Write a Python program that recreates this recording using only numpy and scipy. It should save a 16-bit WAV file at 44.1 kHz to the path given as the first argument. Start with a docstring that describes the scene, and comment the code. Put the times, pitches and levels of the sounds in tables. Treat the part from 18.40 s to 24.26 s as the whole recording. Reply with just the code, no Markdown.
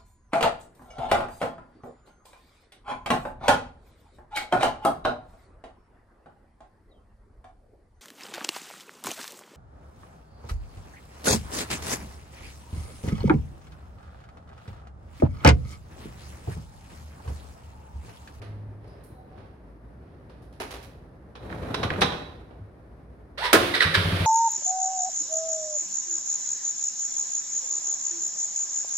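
"""A low town rumble and a shoe scuff come first; clothes rustle as a rider walks up to a scooter in a street.
The key turns, a steering bolt clunks, and the scooter rolls off its stand, which snaps up (noise and ringing modes).
The starter whirrs (gliding partials), engages with a bang and strains against compression.
The single cylinder fires and idles: low resonances boom over clattering noise.
Close house walls, a decaying noise response, throw most of the nearby sounds back."""
import sys
import numpy as np
from scipy import signal
from scipy.fft import rfft, irfft, next_fast_len
from scipy.io import wavfile
from scipy.ndimage import uniform_filter1d

SR = 44100
rng = np.random.default_rng(int(sys.argv[2]) if len(sys.argv) > 2 else 0)


def generate_wav(signal):
    """Clip the signal to [-1, 1] and save it as 16-bit WAV at the path in sys.argv[1]."""
    frames = np.transpose(np.atleast_2d(signal))
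    scaled = np.clip(frames, -1, 1) * 32767
    pcm = np.round(scaled).astype(np.int16)
    wavfile.write(sys.argv[1], SR, pcm)


N = 258426
TIME = np.arange(N) / SR
HALF_SECOND, QUARTER_SECOND = np.arange(SR // 2) / SR, np.arange(SR // 4) / SR

# Reverberation between the house walls. Each row: frequency in Hz, decay by 60 dB in seconds.
STREET_T60 = [(100, 0.32), (400, 0.8), (1500, 0.67), (4000, 0.63), (9000, 0.5), (15000, 0.53)]
# Likeness of the two ears' signals. Each row: frequency in Hz, correlation from 0 to 1.
EAR_LIKENESS = [(60, 0.95), (130, .98), (290, 0.88), (640, 0.53), (1400, 0.0044), (4000, 0.18), (15000, 0)]
# Sideways balance of the nearby sounds. Each row: frequency in Hz, left minus right in dB.
SIDE_BALANCE = [(60, 1), (380, 0.5), (700, -0.5), (1300, -3), (4400, -6.5), (15000, -5.5)]
EDGE_HZ = 15900  # upper limit of the band

# Spectrum of the town rumble. Each row: frequency in Hz, density in dB per Hz.
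TOWN_SPECTRUM = [(25, -39), (56, 0), (80, -8.5), (110, -8), (200, -14.5), (330, -16.5), (600, -21),
                 (1000, -28.5), (1800, -34.5), (3100, -50.5), (5000, -53), (7500, -63.5), (9800, -54),
                 (16000, -70.5)]
# A distant engine's drone swells. Each row: middle in seconds, length in seconds, level in dB.
DRONE_SWELLS = [(.17, 0.89, -38), (1.0, 0.36, -48)]
# Faint squeals down the street. Each row: start in seconds, length in seconds, level in dB,
# pitch at the start in Hz, pitch at the end in Hz.
FAR_SQUEALS = [(0.429, 0.14, -72, 5140, 4910), (.58, 0.31, -79, 4200, 3860), (0.709, 0.158, -56, 790, 727),
               (.88, 0.14, -56, 770, 748)]
DRONE_HZ = 104.7
# the steady rumble, and how much louder it is at first, for how long
TOWN_DB, TOWN_EARLY_DB, TOWN_SETTLE_S = -47.5, 2.5, 0.85

# Shoe scuffs. Each row: start in seconds, level in dB, brightness in dB per octave.
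SHOE_SCUFFS = [(.017, -39.5, -4), (.44, -51, -6), (.976, -41.5, -7), (1.895, -47, -5), (4.105, -43, -9)]
# Jingles of the key ring. Each row: start in seconds, level in dB, brightness in dB per octave.
KEY_JINGLES = [(.473, -64, 0.5), (.636, -55.5, 13), (2.02, -65, 5), (2.126, -59.5, 0.5)]
# Clothing rustles. Each row: middle in seconds, length in seconds, level in dB.
CLOTH_RUSTLES = [(.55, 0.5, -57), (1.0, 0.44, -56), (1.7, .35, -60.5), (1.98, 0.45, -62.5)]
# Spectrum of scuffs, jingles and rustles. Each row: frequency in Hz, density in dB per Hz.
SCUFF_SPECTRUM = [(100, -21), (300, -4), (800, -3), (2000, -6), (5000, -8.5), (7500, -21.5), (9800, -10.5),
                  (16000, -33)]
# Steering lock, bolt first. Each row: start in seconds, level in dB, brightness in dB per octave.
LOCK_BLOWS = [(2.199, -25.5, -1.5), (2.305, -35, 0), (2.336, -33.5, -1.5), (2.376, -43, -6),
              (2.425, -44.5, 2)]
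# Spectrum of the lock. Each row: frequency in Hz, density in dB per Hz.
LOCK_SPECTRUM = [(120, -53), (230, -26), (375, -12.5), (510, -12), (640, -14), (790, -9), (1050, -12),
                 (1260, -14), (1980, -13), (4400, -17.5), (6500, -23.5), (7800, -28.5), (9750, -22),
                 (16000, -34)]
# Modes of the plastic fairing. Each row: frequency in Hz, relative level in dB, decay by 60 dB in seconds.
FAIRING_MODES = [(263, -4.5, 0.18), (378, 3.5, 0.13), (641, 2, 0.13), (763, 1.5, 0.12), (920, -8, .12),
                 (1238, -4.5, 0.14)]
SCUFF_T60_S, JINGLE_T60_S, LOCK_T60_S = 0.19, 0.25, 0.14  # decay at 2 kHz
BOLT_SLIDE_S = 0.006  # rise of the lock's blows

# Centre stand clanks. Each row: start in seconds, level in dB, brightness in dB per octave,
# decay by 60 dB at 2 kHz in seconds.
STAND_CLANKS = [(2.952, -40, -1.5, 0.12), (3.342, -22, .5, 0.068), (3.43, -20, -1.5, 0.093),
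                (3.512, -27, -7, .11), (3.608, -26.5, 6, 0.091), (3.616, -11, -0.5, .11),
                (3.72, -30, -2.5, 0.13)]
# Spectrum of clanks and rattles. Each row: frequency in Hz, density in dB per Hz.
STAND_SPECTRUM = [(71, -25.5), (120, -11.5), (341, -18), (473, -8.5), (546, -13.5), (805, -12), (911, -14),
                  (1030, -10), (2870, -16.5), (3740, -14), (4590, -22.5), (5870, -26.5), (7500, -40),
                  (9210, -34), (16000, -57)]
# Modes of the frame. Each row: frequency in Hz, relative level in dB, decay by 60 dB in seconds.
FRAME_MODES = [(303, -4.5, 0.195), (481.3, 4, 0.24), (820.5, 1.5, .25), (1035, 0.5, 0.22), (1473, 1, .2),
               (2510, -8, .2), (3200, -3, 0.16), (3680, -9, .25), (3880, -1, 0.34), (4040, -8, .25),
               (5100, -15, .2), (5700, -12.5, .18)]
# Suspension creaks. Each row: start in seconds, level in dB, pitch in Hz.
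SPRING_CREAKS = [(3.101, -34, 1610), (3.126, -27.5, 1430), (3.503, -15.5, 1630), (3.536, -26.5, 1810),
                 (3.56, -27, 1495)]
# Soft bumps of tyres and feet. Each row: start in seconds, level in dB, pitch in Hz.
SOFT_BUMPS = [(0.975, -45, 90), (3.438, -27, 108), (3.509, -29, 81), (3.62, -31.5, 146.8),
              (4.198, -35, 99.2)]
# Spectrum of the rolling. Each row: frequency in Hz, density in dB per Hz.
ROLL_SPECTRUM = [(25, -32.5), (42, -21), (65, 3), (150, -0.5), (220, -3.5), (650, -7.5), (1070, -15.5),
                 (1440, -17), (2860, -30), (3940, -34.5), (7500, -46.5), (10500, -42.5), (16000, -58)]
# Spectrum of the scraping stand foot. Each row: frequency in Hz, density in dB per Hz.
SCRAPE_SPECTRUM = [(500, -29.5), (3200, -15), (3950, 1), (4600, -14.5), (7500, -27.5), (9800, -15),
                   (16000, -32)]
# the push grows louder with speed until the wheel lands, then dies away
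PUSH_START_S, PUSH_ATTACK_S, PUSH_END_S = 2.95, 0.11, 3.554
ROLL_DB, ROLL_GROWTH_DB_PER_S, ROLL_FALL_DB_PER_S = -32.5, 12, 45.5
# scraping foot and rattling loose parts, relative to the rolling
SCRAPE_DB, RATTLE_DB = -26.5, -7
RATTLE_COUNT, RATTLE_TILT_DB, RATTLE_T60_S, RATTLE_SPAN_S = 12, -3.5, 0.09, 0.91

# Harmonics of the free-running gear. Each row: multiple of the mesh frequency, relative level in dB.
FREE_HARMONICS = [(1, 1), (2, -2.5), (3, -12), (4, -13)]
# Harmonics of the loaded gear. Each row: multiple of the mesh frequency, relative level in dB.
LOADED_HARMONICS = [(1, -33), (2, 2), (3, -19), (4, -3.5)]
# Strains against compression. Each row: start in seconds, length in seconds, whine in dB, rasp in dB,
# mesh frequency at the start in Hz, mesh frequency at the end in Hz.
COMPRESSION_STRAINS = [(5.338, 0.036, -24.5, -22.5, 987, 922), (5.405, 0.039, -18.5, -19.5, 976, 585),
                       (5.5411, .021, -18.5, -17, 945, 699)]
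# Spectrum of the gear rasp. Each row: frequency in Hz, density in dB per Hz.
GEAR_SPECTRUM = [(180, -43), (300, -17.5), (447, -5), (689, -11), (900, -11.5), (1360, -1), (1780, -2),
                 (2840, -8.5), (3830, -5), (5610, -17.5), (6740, -30), (9240, -23), (16000, -42)]
# The pinion grazes the ring gear before it bites: middle in seconds, length in seconds, level in dB.
PINION_GRAZE = (5.058, 0.071, -27.5)
# the free gear mesh climbs evenly to its top, then sags and fades as the drive takes hold
SPIN_START_S, SPIN_UP_S = 4.974, 0.066
MESH_START_HZ, MESH_TOP_HZ, MESH_SAG_HZ_PER_S = 453.5, 1021, 1086
WHINE_DB, WHINE_DB_PER_OCTAVE, WHINE_FALL_DB_PER_S = -28.5, 11.5, 110
RASP_DB, RASP_FALL_DB_PER_S = -35, 148
LASH = 0.06  # rms pitch wander from play between the teeth, as a fraction

# Starter drive slamming home. Each row: start in seconds, level in dB, brightness in dB per octave,
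# decay by 60 dB at 2 kHz in seconds.
ENGAGE_BLOWS = [(5.1295, -8.5, 2.5, 0.13), (5.139, -10, -4.5, 0.09), (5.149, -14, -0.5, 0.11)]
# Spectrum of the slam. Each row: frequency in Hz, density in dB per Hz.
ENGAGE_SPECTRUM = [(70, -37), (200, -17.5), (320, -5.5), (440, -1), (555, 1), (700, -6.5), (900, -9.5),
                   (1250, -3.5), (1650, -1.5), (2300, -10), (3700, -13), (8000, -25.5), (9300, -21.5),
                   (16000, -34)]
# Modes of the crankcase. Each row: frequency in Hz, relative level in dB, decay by 60 dB in seconds.
CRANKCASE_MODES = [(284, -13, 0.9), (325, 4.5, 0.21), (351, -9, 0.78), (445, -6, 0.26), (531, 3.5, 0.11),
                   (741, -12.5, 0.8), (1050, -5.5, 0.3), (1254, 2.5, 0.15), (1340, -19, 0.17),
                   (1420, -6, 0.23), (1670, -6, 0.25), (1700, -4, 0.14), (2510, -2.5, 0.13)]

# Firings. Each row: start in seconds, level in dB, silencer resonance in Hz.
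ENGINE_FIRINGS = [(5.449, -25.5, 84.4), (5.568, -21, 89.5), (5.648, -21.5, 88.3), (5.722, -21, 91),
                  (5.7995, -20.5, 89.7)]
# Silencer modes. Each row: multiple of the firing's resonance, level in dB, time to the peak in seconds.
SILENCER_MODES = [(1, 1.5, 0.013), (1.9, -5, 0.022), (.7, -21, 0.0049), (2.9, -23, 0.0048)]
# Spectrum of the engine clatter. Each row: frequency in Hz, density in dB per Hz.
CLATTER_SPECTRUM = [(120, -24), (200, -1.5), (259, -8.5), (316, -5), (500, -5.5), (590, -5.5), (763, -12.5),
                    (1180, -8), (2610, -10), (3690, -11.5), (7010, -32), (7830, -34), (9580, -24.5),
                    (15100, -39.5), (16000, -36)]
# clatter: a shudder when the crank is jerked round, then a steady level once it fires
SHUDDER_DB, SHUDDER_ATTACK_S, SHUDDER_FALL_DB_PER_S = -27, 0.037, 48
RUNNING_DB, RUNNING_ATTACK_S = -32, 0.13
# air pumped through the silencer
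PUMP_CRANKING_DB, PUMP_RUNNING_DB = -34.5, -39


def amp(db):
    """Logarithmic level: decibels to amplitude gain."""
    return 10 ** (np.asarray(db) / 20)


def evened(x):
    """Power normalisation: scales to unit rms."""
    return x / np.sqrt(np.mean(x ** 2) + 1e-20)


def read(points, hz):
    """Interpolation: reads a table along a logarithmic frequency axis."""
    f, value = np.transpose(points)
    return np.interp(np.log(hz + 1), np.log(f + 1), value)


def add(mix, s, sound):
    """Superposition: mixes a sound in at time s."""
    part = mix[:, max(round(s * SR), 0):][:, :sound.shape[-1]]
    part += sound[..., :part.shape[1]]


def envelope(start, attack_s, end, fall_db_per_s):
    """Exponential decay: gain rises from start, holds until end, then falls evenly in dB."""
    rise = np.clip((TIME - start) / attack_s, 0, 1)
    return rise * amp(-fall_db_per_s * np.maximum(TIME - end, 0))


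def arches(rows):
    """Amplitude modulation: one squared-cosine swell for each (middle s, length s, dB) row."""
    return sum(amp(db) * np.cos(np.pi * np.clip((TIME - s) / length, -.5, .5)) ** 2
               for s, length, db in rows)


def waver(size, seconds):
    """Random modulation: smooth drift of unit rms."""
    window = np.hanning(int(seconds * SR) + 3)
    return evened(signal.fftconvolve(rng.standard_normal(size), window, "same"))


def ear_spread(hz):
    """Interaural coherence: the phase angle between the ears that gives the tabled likeness."""
    return np.arccos(np.clip(read(EAR_LIKENESS, hz), -1, 1))


def noise(colour, size, tilt_db=0, grit_db=0):
    """Spectral shaping: stereo noise, alike in the bass, diffuse in the treble; grit clumps it into grains."""
    length = next_fast_len(size)
    hz = np.fft.rfftfreq(length, 1 / SR)
    grains = amp(grit_db * evened(uniform_filter1d(rng.standard_normal(length), size=60)))
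    a, b = rfft(rng.standard_normal((2, length)) * grains)
    same = np.clip(read(EAR_LIKENESS, hz), -1, 1)
    mid, side = a * np.sqrt(1 + same), b * np.sqrt(1 - same)
    # the tilt pivots at 1 kHz and levels out below 200 Hz
    gain = amp(read(colour, hz) + tilt_db * np.log2(np.maximum(hz, 200) / 1000))
    return evened(irfft(np.array([mid + side, mid - side]) * gain, length)[:, :size])


def fade(x, t60):
    """Frequency-dependent damping: each band dies away at its own rate, given as (Hz, t60 s)."""
    hz, t, z = signal.stft(x, SR, nperseg=256)
    damped = z * amp(-60 * t / read(t60, hz)[:, None])
    return signal.istft(damped, SR, nperseg=256)[1][:, :x.shape[1]]


def ring(modes, t):
    """Modal decay: a sum of damped sines, at another phase on each side in the treble."""
    hz, db, t60 = np.transpose(modes)[:, :, None]
    spread = ear_spread(hz) * rng.choice([-1, 1], hz.shape) / 2
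    decay = amp(db - 60 * t / t60) / np.linalg.norm(amp(db))
    return np.array([(decay * np.sin(2 * np.pi * hz * t + side * spread)).sum(0) for side in (-1, 1)])


def knocks(rows, colour, rise, bass_hold, treble_hold, grit_db, modes=None, modes_db=0):
    """Impact excitation: a blow makes decaying noise and rings the body; dull blows barely reach high modes."""
    out, t = np.zeros((2, N)), HALF_SECOND
    closing = np.minimum(1, (t[-1] - t) * 10)
    for s, db, tilt_db, t60 in rows:
        damping = [(250, t60 * bass_hold), (2000, t60), (12000, t60 * treble_hold)]
        blow = fade(noise(colour, len(t), tilt_db, grit_db), damping)
        if modes is not None:
            lowest_hz = modes[0][0]
            struck = [(hz, mode_db + tilt_db * np.log2(hz / lowest_hz), decay)
                      for hz, mode_db, decay in modes]
            blow = blow + amp(modes_db) * ring(struck, t)
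        add(out, s, amp(db) * blow * (1 - np.exp(-t / rise)) * closing)
    return out


def swell(t, hz, peak_s):
    """Resonant build-up: a low tone that grows, peaks at peak_s and dies."""
    return -(t / peak_s * np.exp(1 - t / peak_s)) ** 1.54 * np.sin(2 * np.pi * hz * t)


def whine(hz, orders, jitter):
    """Harmonic series: a tone of wandering pitch whose higher partials reach each side at another phase."""
    phase = 2 * np.pi * np.cumsum(hz * (1 + jitter * waver(len(hz), seconds=0.0013))) / SR
    out = 0
    for multiple, db in orders:
        k = round(multiple)
        spread = ear_spread(k * hz.mean()) / 2
        out = out + amp(db) * np.sin(k * phase + np.array([[-1], [1]]) * spread)
    return evened(out)


def street(x, wet_db):
    """Reverberation: convolution with the dense, decaying echoes between the house walls."""
    t = np.arange(SR) / SR
    nearly_white = [(20, 0.012), (20000, 0.011)]
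    first_echo = np.clip((t - .008) / 0.0046, 0, 1)
    tail = fade(noise(nearly_white, SR), STREET_T60) * first_echo
    echoes = signal.fftconvolve(x, tail / np.linalg.norm(tail[0]), axes=1)[:, :N]
    return x + amp(wet_db) * echoes


def town():
    """Distant sources: a restless noise rumble, a droning engine's harmonics that fade, faint gliding squeals."""
    settling = np.maximum(1 - TIME / TOWN_SETTLE_S, 0)
    rumble = amp(TOWN_DB + TOWN_EARLY_DB * settling) * noise(TOWN_SPECTRUM, N)
    rumble = rumble * amp(0.65 * waver(N, seconds=.06))
    drone = arches(DRONE_SWELLS) * whine(np.full(N, DRONE_HZ), [(1, -0.5), (2, -21.0)], jitter=.06)
    squeals = np.zeros((2, N))
    for s, length, db, start_hz, end_hz in FAR_SQUEALS:
        glide = np.linspace(start_hz, end_hz, int(length * SR))
        add(squeals, s, amp(db) * np.hanning(len(glide)) * whine(glide, [(1, 0)], jitter=.04))
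    return rumble + drone + street(squeals, wet_db=-0.5)


def rider():
    """Friction and impact: steps, jingles and clothes as noise; the steering bolt also rings the hollow fairing."""
    light = [(*row, SCUFF_T60_S) for row in SHOE_SCUFFS] + [(*row, JINGLE_T60_S) for row in KEY_JINGLES]
    steps = knocks(light, SCUFF_SPECTRUM, rise=0.0013, bass_hold=0.59, treble_hold=0.77, grit_db=2.5)
    clothes = arches(CLOTH_RUSTLES) * noise(SCUFF_SPECTRUM, N, tilt_db=-6.5, grit_db=3.0)
    blows = [(*row, LOCK_T60_S) for row in LOCK_BLOWS]
    lock = knocks(blows, LOCK_SPECTRUM, rise=BOLT_SLIDE_S, bass_hold=1.45, treble_hold=0.93, grit_db=4)
    t = HALF_SECOND
    add(lock, LOCK_BLOWS[0][0], amp(-24.5) * ring(FAIRING_MODES, t) * (1 - np.exp(-t / BOLT_SLIDE_S)))
    return street(steps + clothes, wet_db=-2.5) + street(lock, wet_db=-6)


def roll_off():
    """Rolling noise and impact: lumpy grinding, rattles, creaking springs, bumps and the stand's clanks."""
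    push = envelope(PUSH_START_S, PUSH_ATTACK_S, PUSH_END_S, ROLL_FALL_DB_PER_S)
    push = push * amp(ROLL_DB - ROLL_GROWTH_DB_PER_S * np.maximum(PUSH_END_S - TIME, 0))
    out = knocks(STAND_CLANKS, STAND_SPECTRUM, rise=0.0014, bass_hold=1.76, treble_hold=1.0, grit_db=2.5,
                 modes=FRAME_MODES, modes_db=-8.5)
    out += push * noise(ROLL_SPECTRUM, N, grit_db=0.5) * amp(2.66 * waver(N, seconds=0.03))
    out += push * amp(SCRAPE_DB) * noise(SCRAPE_SPECTRUM, N, grit_db=3)
    # one rattle at a random moment in each equal slice of the span
    moments = PUSH_START_S + RATTLE_SPAN_S * (np.arange(RATTLE_COUNT) + rng.random(RATTLE_COUNT)) / RATTLE_COUNT
    rattles = [(s, RATTLE_DB, RATTLE_TILT_DB, RATTLE_T60_S) for s in moments]
    out += push * knocks(rattles, STAND_SPECTRUM, rise=0.0012, bass_hold=1.44, treble_hold=1.0, grit_db=3.5)
    t, bumps = QUARTER_SECOND, np.zeros((2, N))
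    for s, db, hz in SPRING_CREAKS:
        peak = [(hz / 3, -30), (hz * 0.84, -3), (hz, 0), (hz * 1.26, -8), (hz * 4, -40), (16000, -60)]
        slip = noise(peak, len(t))
        add(out, s, amp(db) * slip * np.exp(-t / 0.0037) * (1 - np.exp(-t / 0.00065)))
    for s, db, hz in SOFT_BUMPS:
        add(bumps, s, amp(db) * swell(t, hz, peak_s=0.022))
    return street(out, wet_db=-8) + bumps


def starter():
    """Gear-mesh tone: pitch follows motor speed, climbing as it spins up and sagging at each compression."""
    top_s, bite_s = SPIN_START_S + SPIN_UP_S, ENGAGE_BLOWS[0][0]
    climb_hz = np.interp(TIME, [SPIN_START_S, top_s], [MESH_START_HZ, MESH_TOP_HZ])
    hz = climb_hz - MESH_SAG_HZ_PER_S * (np.clip(TIME, top_s, bite_s) - top_s)
    free = envelope(SPIN_START_S, 0.0072, bite_s - .015, 900)  # from switching on until the drive bites
    slowing_s = np.maximum(TIME - top_s, 0)
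    whine_db = WHINE_DB + WHINE_DB_PER_OCTAVE * np.log2(hz / MESH_TOP_HZ) - WHINE_FALL_DB_PER_S * slowing_s
    teeth = free * amp(whine_db) * whine(hz, FREE_HARMONICS, jitter=LASH)
    rasp_gain = free * amp(RASP_DB - RASP_FALL_DB_PER_S * slowing_s) + arches([PINION_GRAZE])
    rasp = rasp_gain * noise(GEAR_SPECTRUM, N, grit_db=1.5)
    for s, length, strain_db, rasp_db, start_hz, end_hz in COMPRESSION_STRAINS:
        u = np.arange(0, 2, 1 / (length * SR))  # time in lengths of the strain
        mesh_hz = np.interp(u, [0, 1], [start_hz, end_hz])
        effort = np.interp(u, [0, .2, .7, 1], [0.58, 0.94, 0.48, 0.13])
        add(teeth, s, amp(strain_db) * effort * whine(mesh_hz, LOADED_HARMONICS, jitter=LASH))
        # the grinding peaks as the piston nears the top
        grinding = np.interp(u, [0, .5, 1, 1.5], [0.37, 0.94, 0.44, 0.15])
        add(rasp, s, amp(rasp_db) * grinding * noise(GEAR_SPECTRUM, len(u), grit_db=3))
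    # play between the teeth makes the whine jump in loudness as well as pitch
    teeth = teeth * amp(3.6 * waver(N, seconds=0.0043))
    return street(teeth, wet_db=-4.0) + street(rasp, wet_db=-4.5)


def engagement():
    """Impact and modal ringing: the drive slams home in three quick blows and the crankcase rings."""
    bang = knocks(ENGAGE_BLOWS, ENGAGE_SPECTRUM, rise=0.00037, bass_hold=2.0, treble_hold=0.89, grit_db=0.5)
    t, casing = HALF_SECOND, np.zeros((2, N))
    add(casing, 5.135, amp(-7) * ring(CRANKCASE_MODES, t) * (1 - np.exp(-t / .004)))
    return street(bang, wet_db=-10.5) + street(casing, wet_db=-11.5)


def engine():
    """Pulse-excited resonance: firings boom in the silencer; valve gear and belt drive clatter at crank rate."""
    t, exhaust = QUARTER_SECOND, np.zeros((2, N))
    puff_spectrum = [(60, -18), (150, 4), (500, -14), (1500, -12), (8000, -42)]
    for s, db, hz in ENGINE_FIRINGS:
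        boom = sum(amp(mode_db) * swell(t, hz * multiple, peak_s)
                   for multiple, mode_db, peak_s in SILENCER_MODES)
        puff = noise(puff_spectrum, len(t)) * np.exp(-t / 0.03) * (1 - np.exp(-t / 0.0022))
        add(exhaust, s, amp(db) * (boom + amp(-9) * puff))
    # the piston pumps air through the silencer, before it catches and after
    air = noise([(30, -37), (60, -22), (90, 3), (140, -16), (220, -16), (500, -58), (2000, -90)], N)
    jerk_s = ENGAGE_BLOWS[0][0]
    cranking = envelope(jerk_s, SHUDDER_ATTACK_S, jerk_s + SHUDDER_ATTACK_S, SHUDDER_FALL_DB_PER_S)
    running = np.clip((TIME - ENGINE_FIRINGS[0][0]) / RUNNING_ATTACK_S, 0, 1)
    pumping = np.hypot(amp(PUMP_CRANKING_DB) * cranking, amp(PUMP_RUNNING_DB) * running) * air
    # one steady crank rate, two turns for each firing
    second_s, third_s = ENGINE_FIRINGS[1][0], ENGINE_FIRINGS[2][0]
    crank = 4 * np.pi * (TIME - second_s) / (third_s - second_s)
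    clatter_gain = np.hypot(amp(SHUDDER_DB) * cranking, amp(RUNNING_DB) * running)
    clatter = clatter_gain * noise(CLATTER_SPECTRUM, N, grit_db=0.5) * amp(0.67 * np.cos(crank))
    return street(exhaust, wet_db=-7.5) + pumping + street(clatter, wet_db=-4.5)


def scene():
    """Interaural level difference: the nearby treble leans to the right; the town is left unleaned."""
    near = rider() + roll_off() + starter() + engagement() + engine()
    length = next_fast_len(N + SR // 10)
    lean_db = read(SIDE_BALANCE, np.fft.rfftfreq(length, 1 / SR))
    leaned = rfft(near, length) * amp(np.array([lean_db, -lean_db]) / 2)
    return irfft(leaned, length)[:, :N] + town()


def record(dry):
    """Saturation and band limiting: peaks round off softly, then a low-pass filter cuts the top."""
    rounded = 1.1 * np.tanh(dry / 1.1)
    low_pass = signal.firwin(511, EDGE_HZ, window=("kaiser", 9), fs=SR)
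    return signal.oaconvolve(rounded, low_pass[None], "same")


dry = scene()
out = record(dry)
generate_wav(out)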